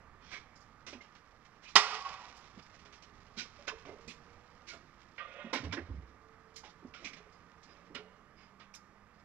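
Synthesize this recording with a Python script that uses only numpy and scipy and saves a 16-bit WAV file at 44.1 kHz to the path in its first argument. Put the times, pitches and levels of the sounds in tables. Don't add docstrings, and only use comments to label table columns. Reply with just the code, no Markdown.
import sys
import numpy as np
from scipy import signal
from scipy.fft import rfft, irfft, next_fast_len
from scipy.io import wavfile
from scipy.ndimage import uniform_filter1d

SR = 44100
rng = np.random.default_rng(int(sys.argv[2]) if len(sys.argv) > 2 else 0)


def how_loud(loudness_db):
    steps = np.asarray(loudness_db, float) / 20
    return 10 ** steps


def transcribe(u):
    v = np.clip(np.atleast_2d(u).T, -1, 1)
    q = np.round(v * 32767).astype(np.int16)
    wavfile.write(sys.argv[1], SR, q)


N = 407484

# (frequency [Hz], density [dB per Hz])
WASH = [(12, -47), (32, -21), (42, -7), (58, 1.5), (115, -13.5), (147, -6), (199, -3.5), (290, -10),
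        (398, -11.5), (445, -8), (525, -12.5), (966, -10), (1240, -9), (3760, -31), (5690, -32.5),
        (7200, -36.5), (8300, -47), (15000, -69)]
# (time [s], level [dB])
ROAD_DRIFT = [(0.0, 1.26), (1.6, -1), (2.4, 0.6), (4.2, 1.5), (5.2, -0.5), (6.1, -0.5), (7.6, 0.5),
              (8.5, -1), (9.24, -0.6)]
# (frequency [Hz], width [Hz], level [dB])
TYRE_BANDS = [(1190, 100, -9), (1250, 50, -14), (1780, 70, -20), (1840, 450, -11)]
# (start [s], length [s], first pitch [Hz], last pitch [Hz], level [dB])
ENGINES = [(2.751, 1.27, 405.3, 443, -72), (3.65, 1.07, 444, 495, -66.5), (4.55, 0.96, 347.2, 336.3, -72.5),
           (5.85, 2.05, 441, 457.7, -69.5), (7.8, 0.83, 455.6, 423, -71.5), (6.3, 1.6, 177, 169.5, -71.5),
           (7.6, 2.11, 172.1, 219.6, -66.5), (7.6, 1.04, 551.5, 616, -74.5)]
WASH_DB, RUMBLE_DB, RUMBLE_SWING = -62.5, 5.5, 1.4
ENGINE_FADE_DB = -7

# (frequency [Hz], t60 [s])
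YARD_T60 = [(200, 1.1), (550, 1.5), (1000, 1.35), (2000, 1.05), (4500, 0.77), (7000, 0.64), (13000, 0.43)]
# (delay [s], level [dB])
WALLS = [(0, 15), (.05, 1.5), (.12, -2), (.2, 1), (.25, -2.5), (.283, -9.5), (.296, 3), (.36, 2), (.7, 0.5)]
# (frequency [Hz], width [Hz], level over the plain echo [dB])
CARRIED = [(425, 25, 4), (772, 20, 3), (966, 25, 2), (1095, 20, 5), (1165, 25, 5), (1393, 25, 3),
           (1920, 56, 2), (2522, 85, 1)]
# (time [s], level [dB], pitch [Hz], length [s])
RETURNS = [(1.79, -38, 2000, .025), (1.79, -40, 1150, 0.021), (1.79, -44, 1390, 0.1), (1.8, -54, 425, .09),
           (1.82, -54, 540, .08), (1.9, -54, 426.5, .09), (1.91, -45, 1210, .05), (1.99, -47, 1115, 0.13),
           (2.035, -45, 1125, 0.05), (2.08, -53, 1135, 0.09), (2.04, -56, 772, 0.07), (2.17, -58, 980, 0.1)]
YARD_DB = -6
FLASH_DB, FRAME_ECHO_DB = -19.5, -5.5

# (frequency [Hz], density [dB per Hz])
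GRIT = [(150, -45), (250, -13), (377, -14), (675, -10), (888, -14.5), (1040, -6), (1290, -10.5), (1430, -6),
        (1760, -7), (2280, -4), (2700, -7), (4930, -11), (5750, -10), (7500, -24.5), (8700, -39),
        (13000, -54), (15000, -64)]
# (time [s], level [dB])
ROLL = [(0.0, -100), (0.35, -79.5), (1.7, -75), (2.4, -84), (3.3, -75), (3.6, -67), (4.4, -75), (5.6, -72),
        (6.0, -80.5), (7.85, -78), (8.15, -88), (9.24, -88)]
SHIVER_DB, SHIVER_T60_S = -50.5, 2.6
# (time [s], peak level [dB], fall [s],
# weight [dB per octave under 2 kHz], fineness [dB per octave over 3 kHz])
STAMPS = [(0.867, -37.5, 0.043, 4.5, 2.5), (0.9291, -39, 0.023, 6, -3.5), (1.0104, -50.5, 0.045, 1, -3.5),
          (2.59, -45, 0.011, 4, -9), (3.024, -46, 0.02, -3, 1), (3.8515, -40.5, 0.058, 9.5, -6.5),
          (4.0787, -42, 0.038, -8, 8), (5.1807, -37, 0.041, -6, -23), (5.531, -22.5, 0.042, 4, -3.5),
          (5.6395, -35.5, 0.025, 7, -3), (5.7254, -27.5, 0.021, 4, -3.5), (5.771, -36.5, 0.033, 10, -13),
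          (6.5615, -40.5, 0.03, -1, 9.5), (6.9386, -42.5, 0.058, 0.5, -4.5),
          (7.047, -36.5, 0.027, -32, 0.5), (7.133, -42, 0.016, -6, -2), (7.9487, -33.5, 0.03, 0.5, -10.5),
          (8.599, -47, 0.04, 2, -9), (8.7385, -54, .012, -3, 5), (8.748, -42, .014, -5, 14)]
# (time [s], peak level [dB], fall [s],
# weight [dB per octave under 4.7 kHz], fineness [dB per octave over 5.7 kHz])
SLIDES = [(0.553, -56, 0.026, -34, 1), (0.5994, -58, 0.031, -30, 4), (1.672, -45.5, 0.04, 0.5, 2),
          (2.3584, -55, 0.032, -23.5, 13), (4.668, -39, 0.043, -2, 3), (4.7279, -44.5, 0.029, 5.5, 15),
          (6.6305, -45.5, 0.038, 2.5, -1.5), (7.66, -53.5, 0.092, 5, -7.5), (8.36, -55, 0.085, 4, -1.5)]
DRAGS = [(0.18, -51.5, 0.11, -1, -15), (0.2984, -37.5, 0.043, 0.9, -5), (1.6187, -47.5, 0.031, 0, 2),
         (3.365, -32, 0.034, -3.5, -6), (3.671, -27.5, .017, 1, -1.5), (6.9698, -47, 0.079, 5, 3)]
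# (time [s], peak level [dB], weight [dB per octave under 4.7 kHz])
STONES = [(0.004, -72, -32), (1.148, -51, 2), (1.448, -54.5, 1.5), (1.548, -58, 5), (2.465, -71.5, -1),
          (2.621, -57.5, -15.5), (2.6686, -65.5, -13.5), (2.738, -51, 0.5), (2.789, -52.5, -1),
          (2.849, -49, 2), (2.924, -47, 0), (2.955, -57, -10), (4.01, -60, -15), (4.545, -68, -10),
          (6.0878, -64.5, -6.5), (6.69, -56, -8), (7.07, -43, -3), (7.164, -47, 2), (7.3206, -60, -6),
          (6.868, -64.5, -20), (6.54, -61, -12.5), (8.593, -62.5, -14), (7.629, -52.5, -7.5),
          (9.139, -66.5, -7), (9.188, -66, -7)]
STAMP_RISE_S = 0.007
SLIDE_RISE, DRAG_RISE = 0.6, 0.97
STONE_RISE_S, STONE_FALL_S, STONE_FINE_DB = 0.011, 0.024, -0.5

# (time [s], level [dB], pitch [Hz], length [s])
SQUEAKS = [(0.308, -50.5, 2180, 0.085), (1.647, -58, 2480, 0.059), (3.676, -50, 1040, 0.056),
           (3.68, -44.5, 1600, 0.029), (3.676, -45.5, 2550, .03), (6.563, -57, 5330, 0.0091),
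           (7.038, -46, 2340, 0.05), (7.132, -53, 2250, 0.013), (7.946, -63.5, 7160, 0.014)]
RINGS = [(1.001, -58, 2100, 0.028), (3.375, -53, 2420, 0.063), (3.37, -55, 1493, .06),
         (3.88, -63, 2097, 0.031), (4.702, -54.5, 1430, 0.05), (4.695, -56, 2270, .025),
         (5.191, -48, 1200, 0.085), (5.181, -54, 1880, 0.05), (5.185, -55, 1540, .04),
         (5.295, -58, 2510, 0.042), (5.542, -44.5, 1460, 0.056), (6.938, -57, 1423, 0.055),
         (7.95, -53, 1410, 0.04), (8.755, -67, 5000, 0.03)]
CHEEPS = [
    (7.325, -79, 4990, 0.05),
    (7.67, -75, 4980, 0.09),
    (8.345, -76, 4990, 0.14),
]
SCRAPES = [(3.715, -53, 420, 0.038), (3.86, -57.5, 584, 0.097), (3.875, -52.5, 387, 0.085),
           (3.94, -63.5, 447, .08), (4.08, -54.5, 2470, 0.053), (4.08, -61, 3950, 0.055),
           (5.532, -62, 8800, 0.022), (5.765, -45, 1670, 0.033), (6.562, -70, 10120, 0.014),
           (7.947, -49, 3000, 0.017), (8.748, -70, 10600, 0.016)]
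SQUEAK_WIDTH, RING_WIDTH, CHEEP_WIDTH, SCRAPE_WIDTH = 0.19, 0.03, 0.02, 0.3

# (time [s], peak level [dB], pitch [Hz], t60 [s])
THUDS = [(0.927, -30, 220, 0.041), (0.95, -41.5, 246, 0.11), (2.572, -26, 211, 0.029),
         (3.367, -39, 224.3, 0.12), (3.412, -46.5, 250, 0.095), (3.588, -52, 572, 0.24),
         (3.74, -54, 449, 0.43), (3.888, -43, 419, 0.14), (3.925, -45, 446, 0.1),
         (4.075, -39.5, 231, 0.085), (4.729, -51, 676, 0.096), (5.442, -38, 227, 0.18),
         (5.599, -37, 130, 0.12), (5.631, -30, 280, 0.05), (5.661, -29, 283, 0.068),
         (5.672, -35, 168, 0.16), (5.73, -39, 281, 0.23), (5.772, -30, 333, 0.12), (5.768, -38, 470, .08),
         (5.886, -42, 270, 0.15), (5.93, -42, 150, .3), (6.823, -44, 300, 0.069), (6.847, -38, 251, 0.07),
         (6.881, -45, 147, 0.092), (7.047, -38.5, 213, 0.077), (7.132, -45, 224, 0.06),
         (7.2, -50, 430, 0.086), (7.265, -49, 429, 0.087), (7.9, -41, 306, 0.1), (7.953, -44.5, 254, 0.12),
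         (7.98, -50, 430, 0.5)]
TAPS = [(6.632, -45, 850, 0.15), (5.5345, -29, 1570, .03), (5.542, -30, 600, .04), (5.5435, -32, 1430, .04),
        (5.556, -35, 1800, .05), (5.578, -39, 2000, .03), (5.639, -44, 3700, 0.025),
        (5.727, -33, 2030, 0.033), (5.731, -39, 3100, 0.025), (5.736, -33, 1600, 0.053),
        (5.774, -39, 1940, 0.052), (5.787, -42, 1810, 0.041), (3.399, -42, 2390, .04),
        (3.414, -42, 2360, .05), (3.452, -46, 1150, .04), (3.452, -49, 450, .05), (4.081, -46, 2470, .06),
        (3.851, -46, 1200, .05), (5.712, -46, 2300, .08), (6.94, -45, 2300, 0.036),
        (7.134, -46, 2360, 0.028), (8.603, -51, 1250, .08), (8.739, -46, 5650, .04),
        (8.74, -47, 2380, 0.034), (8.7505, -47, 5700, .04)]
BOOMS = [
    (1.755, -33, 197, 0.077),
    (5.6385, -24, 84, 0.11),
    (5.68, -36.5, 100.5, 0.28),
    (5.79, -41, 85, .25),
    (5.887, -27, 92, 0.1),
    (5.89, -35, 66.1, 0.9),
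]
# (time [s], level [dB])
SHAKE = [(5.175, -60), (5.183, -53.5), (5.229, -53), (5.273, -57.5), (5.405, -49.5), (5.525, -57)]
# (frequency [Hz], width [Hz], level [dB])
RAMP_MODES = [(550, 60, 7), (702, 45, 2.5), (970, 250, 2), (1200, 35, 2), (1440, 45, 5), (1860, 65, 3),
              (2080, 50, 1), (2510, 55, -1), (2860, 55, -3), (3100, 440, -2), (1650, 400, 4),
              (2300, 600, 6)]
RAMP_TOP_HZ = 3640
WANDER, WANDER_DB = 0.006, 1.5

# (time [s], crack level [dB], stand level [dB], stop level [dB])
BLOWS = [
    (1.7548, -2, 1, -25),
    (1.7570, 3, 3, -18),
    (1.7622, 1, -8, 11),
    (1.7688, -8, -8, -14),
    (1.7793, -18, -14, -20),
    (1.791, -22, -14, -12),
    (1.7995, -22, -14, -20),
]
# (frequency [Hz], level [dB], t60 [s])
STAND_MODES = [(419, -3, 0.12), (776, -5, 0.12), (948, -9, .07), (1088, -6, .1), (1185, -3, 0.05),
               (1390, -13, .1), (1465, -6, 0.047), (2441, 1, .045), (3732, 7, 0.041)]
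STOP_MODES = [(1996, 10, 0.022), (2070, 0, .04), (2455, -9, .06), (2970, 0.5, 0.03), (3140, -8, .05),
              (4140, -12.5, .05), (4770, 2, .025), (5050, 2, 0.025), (5840, -3, 0.025), (6160, -14, 0.05)]
# (frequency [Hz], density [dB per Hz])
CRACK = [(59, -62), (100, -32.5), (380, -21.5), (820, -4), (1150, -1.5), (1600, -7), (2050, -7.5),
         (2990, -5), (4000, -11), (4940, -3.5), (9260, -31), (10300, -43.5), (15000, -50)]
STAND_DB, LONGEST_S = -28, 0.13
CRACK_DB, CRACK_S = -13.5, 0.0029

# (frequency [Hz], level [dB])
MUFFLE = [(60, -6), (110, -6), (200, -6.5), (370, -7), (690, -9), (1270, -12.5), (2340, -16.5), (4300, -18),
          (7920, -17), (14600, -9)]
STAND_MUFFLE = [(60, -9), (110, -7.5), (200, -5.5), (370, -4.0), (690, -6.5), (1270, -9), (2340, -14.5),
                (4300, -15), (7920, -12.0), (14600, -7)]
ROAD_MUFFLE = [(60, -7.5), (110, -7), (200, -8), (370, -8.5), (690, -9.5), (1270, -12), (2340, -14.5),
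               (4300, -11), (7920, -9), (14600, -8)]
ECHO_MUFFLE = [(60, -3.5), (200, -2.5), (370, -2.5), (690, -4.5), (1270, -6), (2340, -12), (4300, -17),
               (7920, -12.5), (14600, -6)]
# (frequency [Hz], likeness [0-1])
NEAR = [(100, 1), (1500, .98), (3000, .95), (6000, 0.8), (12000, 0.5)]
FAR = [(60, 0.95), (500, 0.96), (1500, 0.93), (3000, .9), (6000, 0.6), (12000, .2)]
LAG_S = 8e-5
PORT_HZ, PORT_WIDTH_HZ, PORT_DB = 5080, 600, -9
HISS_DB, EDGE_HZ = -90.5, 15160


def evened(x):
    return x / np.sqrt(np.mean(x ** 2, -1, keepdims=True) + 1e-20)


def read(points, hz):
    f, value = np.transpose(points)
    return np.interp(np.log(hz + 1), np.log(f + 1), value)


def curve(rows, t):
    times, level = np.transpose(rows)
    return np.interp(t, times, level)


def lay(times, sounds):
    mix = np.zeros(N + SR)
    for s, sound in zip(times, sounds):
        mix[max(round(s * SR), 0):][:len(sound)] += sound
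    return mix[:N]


def coloured(x, db):
    gain = how_loud(db(np.fft.rfftfreq(x.shape[-1], 1 / SR)))
    return irfft(rfft(x) * gain, x.shape[-1])


def resonate(x, hz, width):
    turn = np.exp(2j * np.pi * np.cumsum(hz * np.ones(len(x))) / SR)
    r = np.exp(-np.pi * width / SR)
    return 2 * (turn * signal.lfilter([1 - r], [1, -r], x / turn + 1e-18)).real


def grains(shape, spread_db):
    return rng.standard_normal(shape) * how_loud(spread_db * np.minimum(rng.exponential(1, shape), 5))


def wander(shape, size, second_size):
    once = uniform_filter1d(rng.standard_normal(shape), size)
    return evened(uniform_filter1d(once, second_size))


def ports(x, likeness, muffle):
    size = next_fast_len(N + 2048, True)
    hz = np.fft.rfftfreq(size, 1 / SR)
    scatter = rng.standard_normal(600) * np.exp(-np.arange(600) / 100.)
    other = rfft(scatter, size)
    other = 1.5 * other / (abs(other) + .5 * np.linalg.norm(scatter))
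    same = np.clip(read(likeness, hz), 0, 1)
    loss = how_loud(read(muffle, hz))
    left = loss * (same * np.exp(-2j * np.pi * hz * LAG_S) + np.sqrt(1 - same ** 2) * other)
    both = 2 / (1 + loss * same)
    return irfft(rfft(x, size) * both * np.array([left, np.ones_like(left)]), size)[:, :N]


def road_wash():
    frames, hz = N // 256 + 5, np.fft.rfftfreq(1024, 1 / SR)
    a, b, patches = rng.standard_normal((frames, 513, 3)).T
    patches = evened(uniform_filter1d(uniform_filter1d(patches, 8, 0), 16, 1))
    busy = curve(ROAD_DRIFT, np.arange(frames) * 256 / SR)
    rumble = (RUMBLE_DB + RUMBLE_SWING * busy) * (hz[:, None] < 150)
    z = (a + 1j * b) * how_loud(read(WASH, hz)[:, None] + 1.2 * patches + rumble)
    wash = evened(signal.istft(z, nperseg=1024, noverlap=768)[1][:N])
    for f, width, db in TYRE_BANDS:
        whine = resonate(rng.standard_normal(N), f, width)
        wash = wash + how_loud(db) * evened(resonate(whine, f, 2 * width))
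    return wash * how_loud(WASH_DB + curve(ROAD_DRIFT, np.arange(N) / SR))


def engines():
    tones = []
    for s, length, first_hz, last_hz, db in ENGINES:
        along = np.arange(0, length, 1 / SR) / length
        pitch_hz = first_hz + (last_hz - first_hz) * along
        blur = evened(resonate(rng.standard_normal(len(along)), pitch_hz, 5))
        hum = blur + 2 * np.sin(2 * np.pi * np.cumsum(pitch_hz) / SR)
        fade = how_loud(db + ENGINE_FADE_DB * along) * signal.windows.tukey(len(along), .3)
        tones.append(evened(hum) * fade)
    return lay([row[0] for row in ENGINES], tones)


def yard(*sources):
    taps = np.zeros(SR)
    at = np.arange(200, SR - 20, 20) + rng.integers(0, 20, (SR - 201) // 20)
    taps[at] = rng.choice([-1., 1.], at.shape)
    hz, t, z = signal.stft(taps, SR, nperseg=256)
    fade_db = -60 * t / read(YARD_T60, hz)[:, None] + curve(WALLS, t)
    tail = signal.istft(z * how_loud(fade_db), SR, nperseg=256)[1]
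    tail = tail / np.linalg.norm(tail)
    return how_loud(YARD_DB) * signal.fftconvolve(np.array(sources), tail[None], axes=1)[:, :N]


def rolling():
    clumps = evened(uniform_filter1d(rng.standard_normal(N), 900))
    fine = coloured(grains(N, 5.4), lambda hz: read(GRIT, hz) - 1.8 * np.log2(3000 / np.clip(hz, 100, 3000)))
    t = np.arange(N) / SR
    since = t - BLOWS[0][0]
    shiver = (since > 0) * how_loud(SHIVER_DB - 60 * abs(since) / SHIVER_T60_S)
    return evened(fine) * (how_loud(curve(ROLL, t)) + shiver) * how_loud(2.5 * clumps)


def scuffs(rows, low_hz, high_hz):
    s, db, rise, fall, weight, fine = np.array(rows).T[:, :, None]
    t = np.arange(12288) / SR
    lumps = wander((len(rows), len(t) // 2 + 1), 50, 50)

    def colour(hz):
        low = weight * np.log2(low_hz / np.clip(hz, 300, low_hz))
        high = fine * np.log2(np.maximum(hz, high_hz) / high_hz)
        return read(GRIT, hz) + low + high + 2.2 * lumps

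    grit = evened(coloured(grains((len(rows), len(t)), 2.5), colour))
    stutter = wander(grit.shape, 220, 40)
    rise, fall = np.maximum(rise, .001), np.maximum(fall, .003)
    swell = np.sin(np.pi / 2 * np.minimum(t / rise, 1)) ** 2
    shape = swell * np.exp(-(np.maximum(t - rise, 0) / fall) ** 1.3)
    return lay(s[:, 0] - .004, how_loud(db - 10.0 + 0.73 * stutter) * grit * shape)


def squeaks(rows, share):
    sounds = []
    for s, db, hz, length in rows:
        x = rng.standard_normal(round(length * SR))
        for width in (share * hz, 2 * share * hz, hz):
            x = resonate(x, hz, width)
        sounds.append(how_loud(db) * evened(x) * signal.windows.tukey(len(x), .6))
    return lay([row[0] for row in rows], sounds)


def footwork():
    stamps = [(s, db, STAMP_RISE_S, fall, *tilt) for s, db, fall, *tilt in STAMPS]
    slides = [(s, db, SLIDE_RISE * fall, fall, *tilt) for s, db, fall, *tilt in SLIDES]
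    drags = [(s, db, DRAG_RISE * fall, fall, *tilt) for s, db, fall, *tilt in DRAGS]
    stones = [(s, db, STONE_RISE_S, STONE_FALL_S, weight, STONE_FINE_DB) for s, db, weight in STONES]
    grit = scuffs(stamps, low_hz=2000, high_hz=3000)
    grit = grit + scuffs(slides + drags + stones, low_hz=4740, high_hz=5680)
    slips = squeaks(SQUEAKS, SQUEAK_WIDTH) + squeaks(CHEEPS, CHEEP_WIDTH)
    return grit + slips + squeaks(RINGS, RING_WIDTH) + squeaks(SCRAPES, SCRAPE_WIDTH)


def thuds(rows, puff, narrow_db):
    s, db, hz, t60 = np.array(rows).T[:, :, None]
    t = np.arange(8192) / SR
    noise = rng.standard_normal((len(rows), len(t)))
    dull = coloured(noise, lambda f: -narrow_db * abs(np.log2((f + 1) / (1.02 * hz))))
    push = np.sin(2 * np.pi * hz * t) + puff * evened(dull)
    attack = (1 - np.exp(-t * np.minimum(hz, 900))) ** 1.5
    stop = np.clip((.175 - t) / 0.02, 0, 1)
    return lay(s[:, 0], how_loud(db - 3.0 - 60 * t / np.maximum(t60, .01)) * push * attack * stop)


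def ramp():
    t = np.arange(SHAKE[0][0], SHAKE[-1][0], 1 / SR)
    jolts = grains(len(t), 2.9)
    shift, turn = wander((2, len(RAMP_MODES), len(t)), 1500, 1500)
    plate = np.zeros(len(t))
    for k, (hz, width, db) in enumerate(RAMP_MODES):
        moving_hz = hz * (1 + WANDER * shift[k])
        ring = resonate(resonate(jolts, moving_hz, 1.3 * width), moving_hz, 1.7 * width)
        plate += how_loud(db + WANDER_DB * turn[k]) * evened(ring)
    plate = coloured(plate, lambda f: -45.0 * np.log2(np.maximum(f / RAMP_TOP_HZ, 1)))
    return lay(t[:1], [how_loud(curve(SHAKE, t)) * evened(plate) * signal.windows.tukey(len(t), .03)])


def flash():
    lead = 256
    pulse = np.roll(coloured(signal.unit_impulse(2048), lambda f: read(CRACK, f)), lead)
    pulse = np.pad(evened(pulse), (0, 8192))
    pulse = pulse + sum(how_loud(db) * resonate(pulse, hz, width) for hz, width, db in CARRIED)
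    return lay([BLOWS[1][0] - lead / SR], [how_loud(FLASH_DB) * pulse])


def ringing(modes, t):
    hz, db, t60 = np.array(modes).T[:, :, None]
    start = 2 * np.pi * rng.random((len(BLOWS), len(modes), 1))
    fade = how_loud(db - 60 * t / np.minimum(t60, LONGEST_S))
    return (fade * np.sin(2 * np.pi * hz * t + start)).sum(1)


def stand():
    t = np.arange(SR // 4) / SR
    s, crack_db, stand_db, stop_db = np.array(BLOWS).T[:, :, None]
    ring = how_loud(stand_db) * ringing(STAND_MODES, t) + how_loud(stop_db) * ringing(STOP_MODES, t)
    crack = evened(coloured(rng.standard_normal(ring.shape), lambda f: read(CRACK, f)))
    crack = crack * np.exp(-t / CRACK_S)
    attack = 1 - np.exp(-t / 0.00069)
    return lay(s[:, 0], (how_loud(STAND_DB) * ring + how_loud(CRACK_DB + crack_db) * crack) * attack)


def scene():
    road = road_wash() + engines()
    landings = thuds(THUDS, .55, 12) + thuds(TAPS, .6, 24) + thuds(BOOMS, .3, 12)
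    ground = footwork() + landings + ramp()
    clang = stand()
    clang_echo, ground_echo = yard(flash() + how_loud(FRAME_ECHO_DB) * clang, how_loud(-3.5) * ground)
    far = ports(road, FAR, ROAD_MUFFLE)
    far = far + ports(clang_echo + squeaks(RETURNS, RING_WIDTH), FAR, ECHO_MUFFLE)
    near = ports(ground + ground_echo + rolling(), NEAR, MUFFLE) + ports(clang, NEAR, STAND_MUFFLE)
    return far + near


def roll_off(x):
    return signal.sosfilt(signal.butter(12, 15190, fs=SR, output="sos"), x)


def record(dry):
    dry = dry + how_loud(PORT_DB) * np.array([resonate(x, PORT_HZ, PORT_WIDTH_HZ) for x in dry])
    rounded = dry / (1 + dry ** 8) ** (1 / 8)
    rounded = coloured(rounded, lambda f: -80. * (f > EDGE_HZ))
    hiss = how_loud(HISS_DB) * rng.standard_normal(dry.shape)
    return roll_off(rounded + hiss)


dry = scene()
out = record(dry)
transcribe(out)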